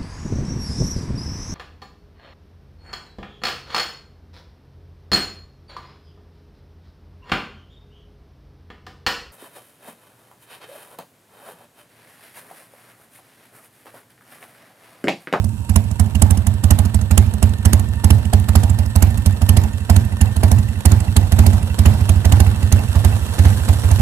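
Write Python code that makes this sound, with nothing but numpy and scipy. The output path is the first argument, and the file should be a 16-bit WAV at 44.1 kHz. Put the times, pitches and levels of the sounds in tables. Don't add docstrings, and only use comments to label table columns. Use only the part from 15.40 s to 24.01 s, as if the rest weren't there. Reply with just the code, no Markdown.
import sys
import numpy as np
from scipy import signal
from scipy.fft import rfft, irfft, next_fast_len
from scipy.io import wavfile
from scipy.ndimage import uniform_filter1d, map_coordinates

SR = 44100
rng = np.random.default_rng(int(sys.argv[2]) if len(sys.argv) > 2 else 0)


def master_out(mix):
    frames = np.transpose(np.atleast_2d(mix))
    ceiling = np.clip(frames, -1, 1)
    pcm = np.round(ceiling * 32767).astype(np.int16)
    wavfile.write(sys.argv[1], SR, pcm)


N = 379701


def amp(db):
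    return 10 ** (np.asarray(db) / 20)


def unit(x):
    return x / np.sqrt(np.mean(x ** 2) + 1e-20)


def eq_gain(points, hz):
    point_hz, db = np.transpose(points)
    return amp(np.interp(np.log(hz + 1), np.log(point_hz + 1), db))


def curves(rows):
    times, *columns = np.transpose(rows)
    return [np.interp(np.arange(N) / SR, times, column) for column in columns]


def wobble(rate):
    knots = rng.standard_normal(int(N * rate / SR) + 4)
    return map_coordinates(knots, [np.arange(N) * rate / SR])


def filtered(x, response):
    size = next_fast_len(N + SR // 2)
    return irfft(rfft(x, size) * response(np.fft.rfftfreq(size, 1 / SR)), size)[..., :N]


def resonances(modes, f):
    return sum(-(-1) ** k * amp(db) * 1j * f * width / (hz * hz - f * f + 1j * f * width)
               for k, (hz, width, db) in enumerate(modes))


def strikes(times, sizes, shape):
    train = np.zeros(N + 2 * SR)
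    np.add.at(train, np.round(times * SR).astype(int) + SR, sizes)
    return signal.fftconvolve(train, shape)[SR:SR + N]


def puff(at, width):
    t = np.arange(SR // 4) / SR
    return np.exp(-.5 * ((t - at) / width) ** 2)


def fade(at, rise, t60):
    t = np.maximum(np.arange(SR // 4) / SR - at, 0)
    return (1 - np.exp(-t / rise)) * amp(-60 * t / t60)


def rush(colour, alike, patchy_db):
    spectra = signal.stft(rng.standard_normal((2, N)), nperseg=512)[2]
    patches = uniform_filter1d(rng.standard_normal(spectra.shape[1:]), size=7, axis=0)
    patches = unit(uniform_filter1d(patches, size=8, axis=1))
    noise = signal.istft(spectra * amp(patchy_db * patches), nperseg=512)[1][:, :N]
    mid, side = filtered(noise, colour)
    spread = np.arccos(alike) / 2
    return unit(np.cos(spread) * mid + np.sin(spread) * np.array([side, -side]))


def firings(turn_s=0.079, v_degrees=45, kick_s=0.00407, stall_db=1.66, chance_db=1, hiss_slope=1.76):
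    # (time [s], pressure [dB])
    beats = [(-0.025, -5.5), (0.038, -9), (0.289, -3.5), (0.354, 0), (0.591, -1), (0.746, -4), (0.815, 1.5),
             (0.901, -1), (1.063, -2.5), (1.233, -1.5), (1.302, 1), (1.383, -1.5), (1.539, -2.5),
             (1.706, -1), (1.772, 2), (2.022, 1), (2.248, 1), (2.326, 0.5), (2.637, 0.5), (2.7, 1),
             (2.928, 0.5), (3.082, -2.5), (3.15, 2.5), (3.229, -3), (3.383, -3.5), (3.552, -1), (3.619, 2),
             (3.855, -1.5), (4.013, -3.5), (4.085, 0.5), (4.164, 1), (4.493, 2), (4.557, -0.5), (4.807, 0),
             (4.959, -5.5), (5.029, 1), (5.11, 0), (5.45, 2), (5.512, 0.5), (5.76, 1.5), (5.916, -1),
             (5.984, 3), (6.06, 1), (6.384, 0), (6.453, 4), (6.687, -0.5), (6.846, -0.5), (6.917, 2.5),
             (6.997, 0.5), (7.222, -3), (7.318, 1.5), (7.55, -1), (7.642, 1.5), (7.984, 1), (8.048, 2.5),
             (8.282, 0.5), (8.436, -2), (8.507, -0.5), (8.587, -2.5)]
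    # (time [s], pressure [dB])
    misfire = [(0, -24.5), (0.7, -13.5), (4.4, -14.5), (6.5, -8.5), (8.6, -15.5)]
    # (time [s], relative hiss [dB])
    front_mouth = [(0, -13), (3.3, -14.5), (5.5, -14), (7.3, -16), (7.7, -20), (8.6, -30)]
    rear_mouth = [(0, -11.5), (3.6, -14), (5, -15), (6, -23.5), (7.5, -23.5), (8.05, -32), (8.6, -20.5)]
    beat_s, beat_db = np.transpose(beats)
    turns_apart = np.round(np.diff(beat_s) / turn_s)
    beat_turn = 1 + np.append(0, np.cumsum(turns_apart)).astype(int)
    turn = np.arange(1, beat_turn[-1] + 1)
    rear = turn % 2 == 0
    crank = turn - rear * v_degrees / 360
    times = np.interp(crank, crank[beat_turn - 1], beat_s)
    last_beat = np.searchsorted(beat_turn, turn, side="right") - 1
    turns_since = turn - beat_turn[last_beat]
    times -= kick_s * (turns_since == 1)
    misfire_db = np.interp(times, *np.transpose(misfire))
    carry = np.where(rear, 0.48, 0.19)
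    luck_db = chance_db * rng.standard_normal(len(times))
    pressure_db = beat_db[last_beat]
    for k in np.flatnonzero(turns_since):
        kept_db = carry[k] * (pressure_db[k - 2] - misfire_db[k]) if k >= 2 else 0
        lost_db = stall_db * (turns_since[k] - 1)
        pressure_db[k] = misfire_db[k] + kept_db - lost_db + luck_db[k]
    front_db = np.interp(times, *np.transpose(front_mouth))
    rear_db = np.interp(times, *np.transpose(rear_mouth))
    hiss_db = np.where(rear, rear_db, front_db) + hiss_slope * pressure_db
    return times, pressure_db, hiss_db


def thump(times, pressure_db, gain_db=58, low_cut_hz=30, deep_count=6):
    # (frequency [Hz], width [Hz], level [dB])
    pipes = [(59.7, 18.13, -5), (78.8, 20.46, 0), (96.37, 8.5, 2), (105.5, 18.5, -12), (111.9, 4.2, -4.5),
             (155, 30.3, -28.5), (196.3, 27.2, -17), (218.4, 12, -13), (293.4, 33, -33.5), (375, 26, -77)]
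    # (time [s], level [dB])
    beam = [(0, 2), (2.5, -0.5), (5, -0.5), (7, -4), (8.6, -11)]
    beam_db, = curves(beam)
    f = np.fft.rfftfreq(SR, 1 / SR)
    radiated = (1j * f / (1j * f + low_cut_hz)) ** 2
    slugs = amp(pressure_db + gain_db)
    deep, overtones = [strikes(times, slugs, irfft(resonances(modes, f) * radiated)[:SR // 2])
                       for modes in (pipes[:deep_count], pipes[deep_count:])]
    return deep + amp(beam_db) * overtones


def bark(times, pressure_db, gain_db=-17, echo_db=-9, scatter_db=-11, steepness=1.74):
    # (frequency [Hz], level [dB])
    tone = [(200, -5.5), (330, 2.5), (480, -6), (620, 2), (850, 2.5), (1050, -6.5), (1350, -12),
            (2200, -14), (4000, -20.5)]
    crack = fade(at=0.0022, rise=0.00087, t60=0.09)
    echo = amp(echo_db) * puff(at=0.017, width=0.0047)
    scatter = amp(scatter_db) * fade(at=0.0078, rise=0.0031, t60=0.55)
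    sizes = amp(steepness * pressure_db + gain_db)
    power = strikes(times, sizes ** 2, crack ** 2 + echo ** 2 + scatter ** 2)
    return np.sqrt(np.abs(power)) * rush(lambda f: eq_gain(tone, f), alike=0.22, patchy_db=2.37)


def jet(times, hiss_db, gain_db=4, after_db=-16, scatter_db=-28):
    # (frequency [Hz], level [dB])
    tone = [(500, -8), (1100, -1.5), (1500, -5.5), (2200, -14), (2800, 0.5), (3500, -9), (5200, -7),
            (7000, 1), (9000, 1.5), (11000, 1.5), (14000, -8.5)]
    blow = fade(at=0.0037, rise=0.001, t60=0.093) * puff(at=0.0083, width=0.003)
    spit = amp(after_db) * fade(at=0.0148, rise=0.00041, t60=0.032)
    scatter = amp(scatter_db) * fade(at=0.0052, rise=.003, t60=0.05)
    power = strikes(times, amp(hiss_db + gain_db) ** 2, blow ** 2 + spit ** 2 + scatter ** 2)
    ragged = unit(amp(3.4 * wobble(900)))
    return np.sqrt(np.abs(power)) * ragged * rush(lambda f: eq_gain(tone, f), alike=0.42, patchy_db=4.0)


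def murmur(times, pressure_db, steady_db=-29, after_db=-18):
    # (frequency [Hz], width [Hz], level [dB])
    modes = [(75, 52, -1), (106.9, 24, -3.5), (156, 19, -14), (210.4, 43, -6), (295, 12, -17)]
    slosh = fade(at=0.023, rise=0.002, t60=1.0)
    power = amp(steady_db) ** 2 + strikes(times, amp(pressure_db + after_db) ** 2, slosh ** 2)
    rumble = rush(lambda f: sum(np.abs(resonances([mode], f)) ** 2 for mode in modes),
                  alike=0.82, patchy_db=.5)
    return np.sqrt(np.abs(power)) * rumble


def valve_gear(times, close_db=4, open_db=-1, spread_db=3):
    chance = rng.standard_normal((len(times), 4))
    tick = fade(at=0, rise=.0003, t60=.035)
    closing = strikes(times + 0.051 + 0.0013 * chance[:, 0], amp(close_db + spread_db * chance[:, 1]), tick)
    opening = strikes(times + 0.043 + 0.00495 * chance[:, 2], amp(open_db + spread_db * chance[:, 3]), tick)
    return (1 + closing + opening) * amp(1.7 * wobble(400))


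def engine(times, casing_gain_db=3, whine_hz=1810, whine_width_hz=22):
    # (time [s], whirr [dB], sizzle [dB])
    approach = [(0, -51, -50), (1.2, -44, -52.5), (4.4, -43.5, -48), (7.2, -38, -43), (8.1, -35, -37.5),
                (8.6, -36, -37.5)]
    # (time [s], gear whine [dB], metal ring [dB])
    gears = [(0, -71, -46), (1.4, -52.5, -50), (3.5, -49, -45.5), (5.2, -48, -50.5), (6.2, -62, -44.5),
             (7.2, -48, -46.5), (8.6, -52, -46)]
    # (frequency [Hz], level [dB])
    whirr_tone = [(120, 14.5), (300, 8), (520, 11.5), (780, 7), (980, 8.5), (1250, 4), (1550, 4.5),
                  (2250, -7), (2700, 2.5), (3400, 0), (4600, -6), (7000, -50)]
    sizzle_tone = [(3500, -16), (5200, -9), (5700, -1.5), (6400, -6.5), (7700, 0.5), (8600, -0.5),
                   (10000, -0.5), (14000, -8)]
    # (frequency [Hz], width [Hz], level [dB])
    metal = [(933, 16, 20.5), (1464, 82, -13), (2660, 110, 4), (5900, 130, -40), (7900, 330, 1.5),
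             (8740, 210, -10.5)]
    whirr_db, sizzle_db = curves(approach)
    whine_db, ring_db = curves(gears)
    whirr = rush(lambda f: eq_gain(whirr_tone, f), alike=.6, patchy_db=.8)
    sizzle = rush(lambda f: eq_gain(sizzle_tone, f), alike=.3, patchy_db=.8)
    ring = rush(lambda f: resonances(metal, f), alike=.5, patchy_db=1)
    whine = rush(lambda f: resonances([(whine_hz, whine_width_hz, 0)], f), alike=.8, patchy_db=0)
    casing = amp(casing_gain_db) * (amp(whirr_db) * whirr + amp(sizzle_db) * sizzle)
    return valve_gear(times) * casing + valve_gear(times) * amp(ring_db) * ring + amp(whine_db) * whine


def rockers(times, after_s=0.004, jitter_s=0.0062, spread_db=3):
    # (frequency [Hz], level [dB], t60 [s])
    modes = [(1500, -7, 0.05), (1980, 2, 0.05), (2680, 6, 0.086), (2720, -8, 0.08)]
    # (time [s], level [dB])
    heads = [(0, -60), (3, -45), (5.2, -37), (6.3, -37), (7.3, -36), (8.6, -39)]
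    chance = rng.standard_normal((len(times), len(modes) + 1))
    t = np.arange(SR // 4) / SR
    knocks = times + after_s + jitter_s * chance[:, -1]
    pings = np.zeros(N)
    for k, (hz, db, t60) in enumerate(modes):
        ping = fade(at=0, rise=.0015, t60=t60) * np.sin(2 * np.pi * hz * t)
        pings += strikes(knocks, amp(db + spread_db * chance[:, k]), ping)
    near_db, = curves(heads)
    return amp(near_db) * pings


def scene():
    # (time [s], level [dB])
    bearing = [(0, -4), (2.5, -1), (6, 0), (8.6, 0.5)]
    left_db, = curves(bearing)
    times, pressure_db, hiss_db = firings()
    lows = thump(times, pressure_db) + murmur(times, pressure_db)
    exhaust = lows + bark(times, pressure_db) + jet(times, hiss_db)
    return exhaust * amp([left_db, np.zeros(N)]) + engine(times) + rockers(times)


def record(dry, lag_s=.00013, top_hz=14400):
    # (frequency [Hz], level [dB])
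    left_mic = [(100, -8), (250, -6), (500, -8.5), (900, -13.5), (1500, -1.5), (1900, 0.5), (2700, -8.5),
                (4000, 3), (5300, -1), (7000, -16), (9000, -22.5), (14000, -19.5)]
    left = filtered(dry[0], lambda f: eq_gain(left_mic, f) * np.exp(-2j * np.pi * f * lag_s))
    pair = np.array([left, dry[1]])
    clipped = pair / (1 + np.abs(pair) ** 10) ** (1 / 10)
    return filtered(clipped, lambda f: 1 / np.sqrt(1 + (f / top_hz) ** 120))


dry = scene()
out = record(dry)
master_out(out)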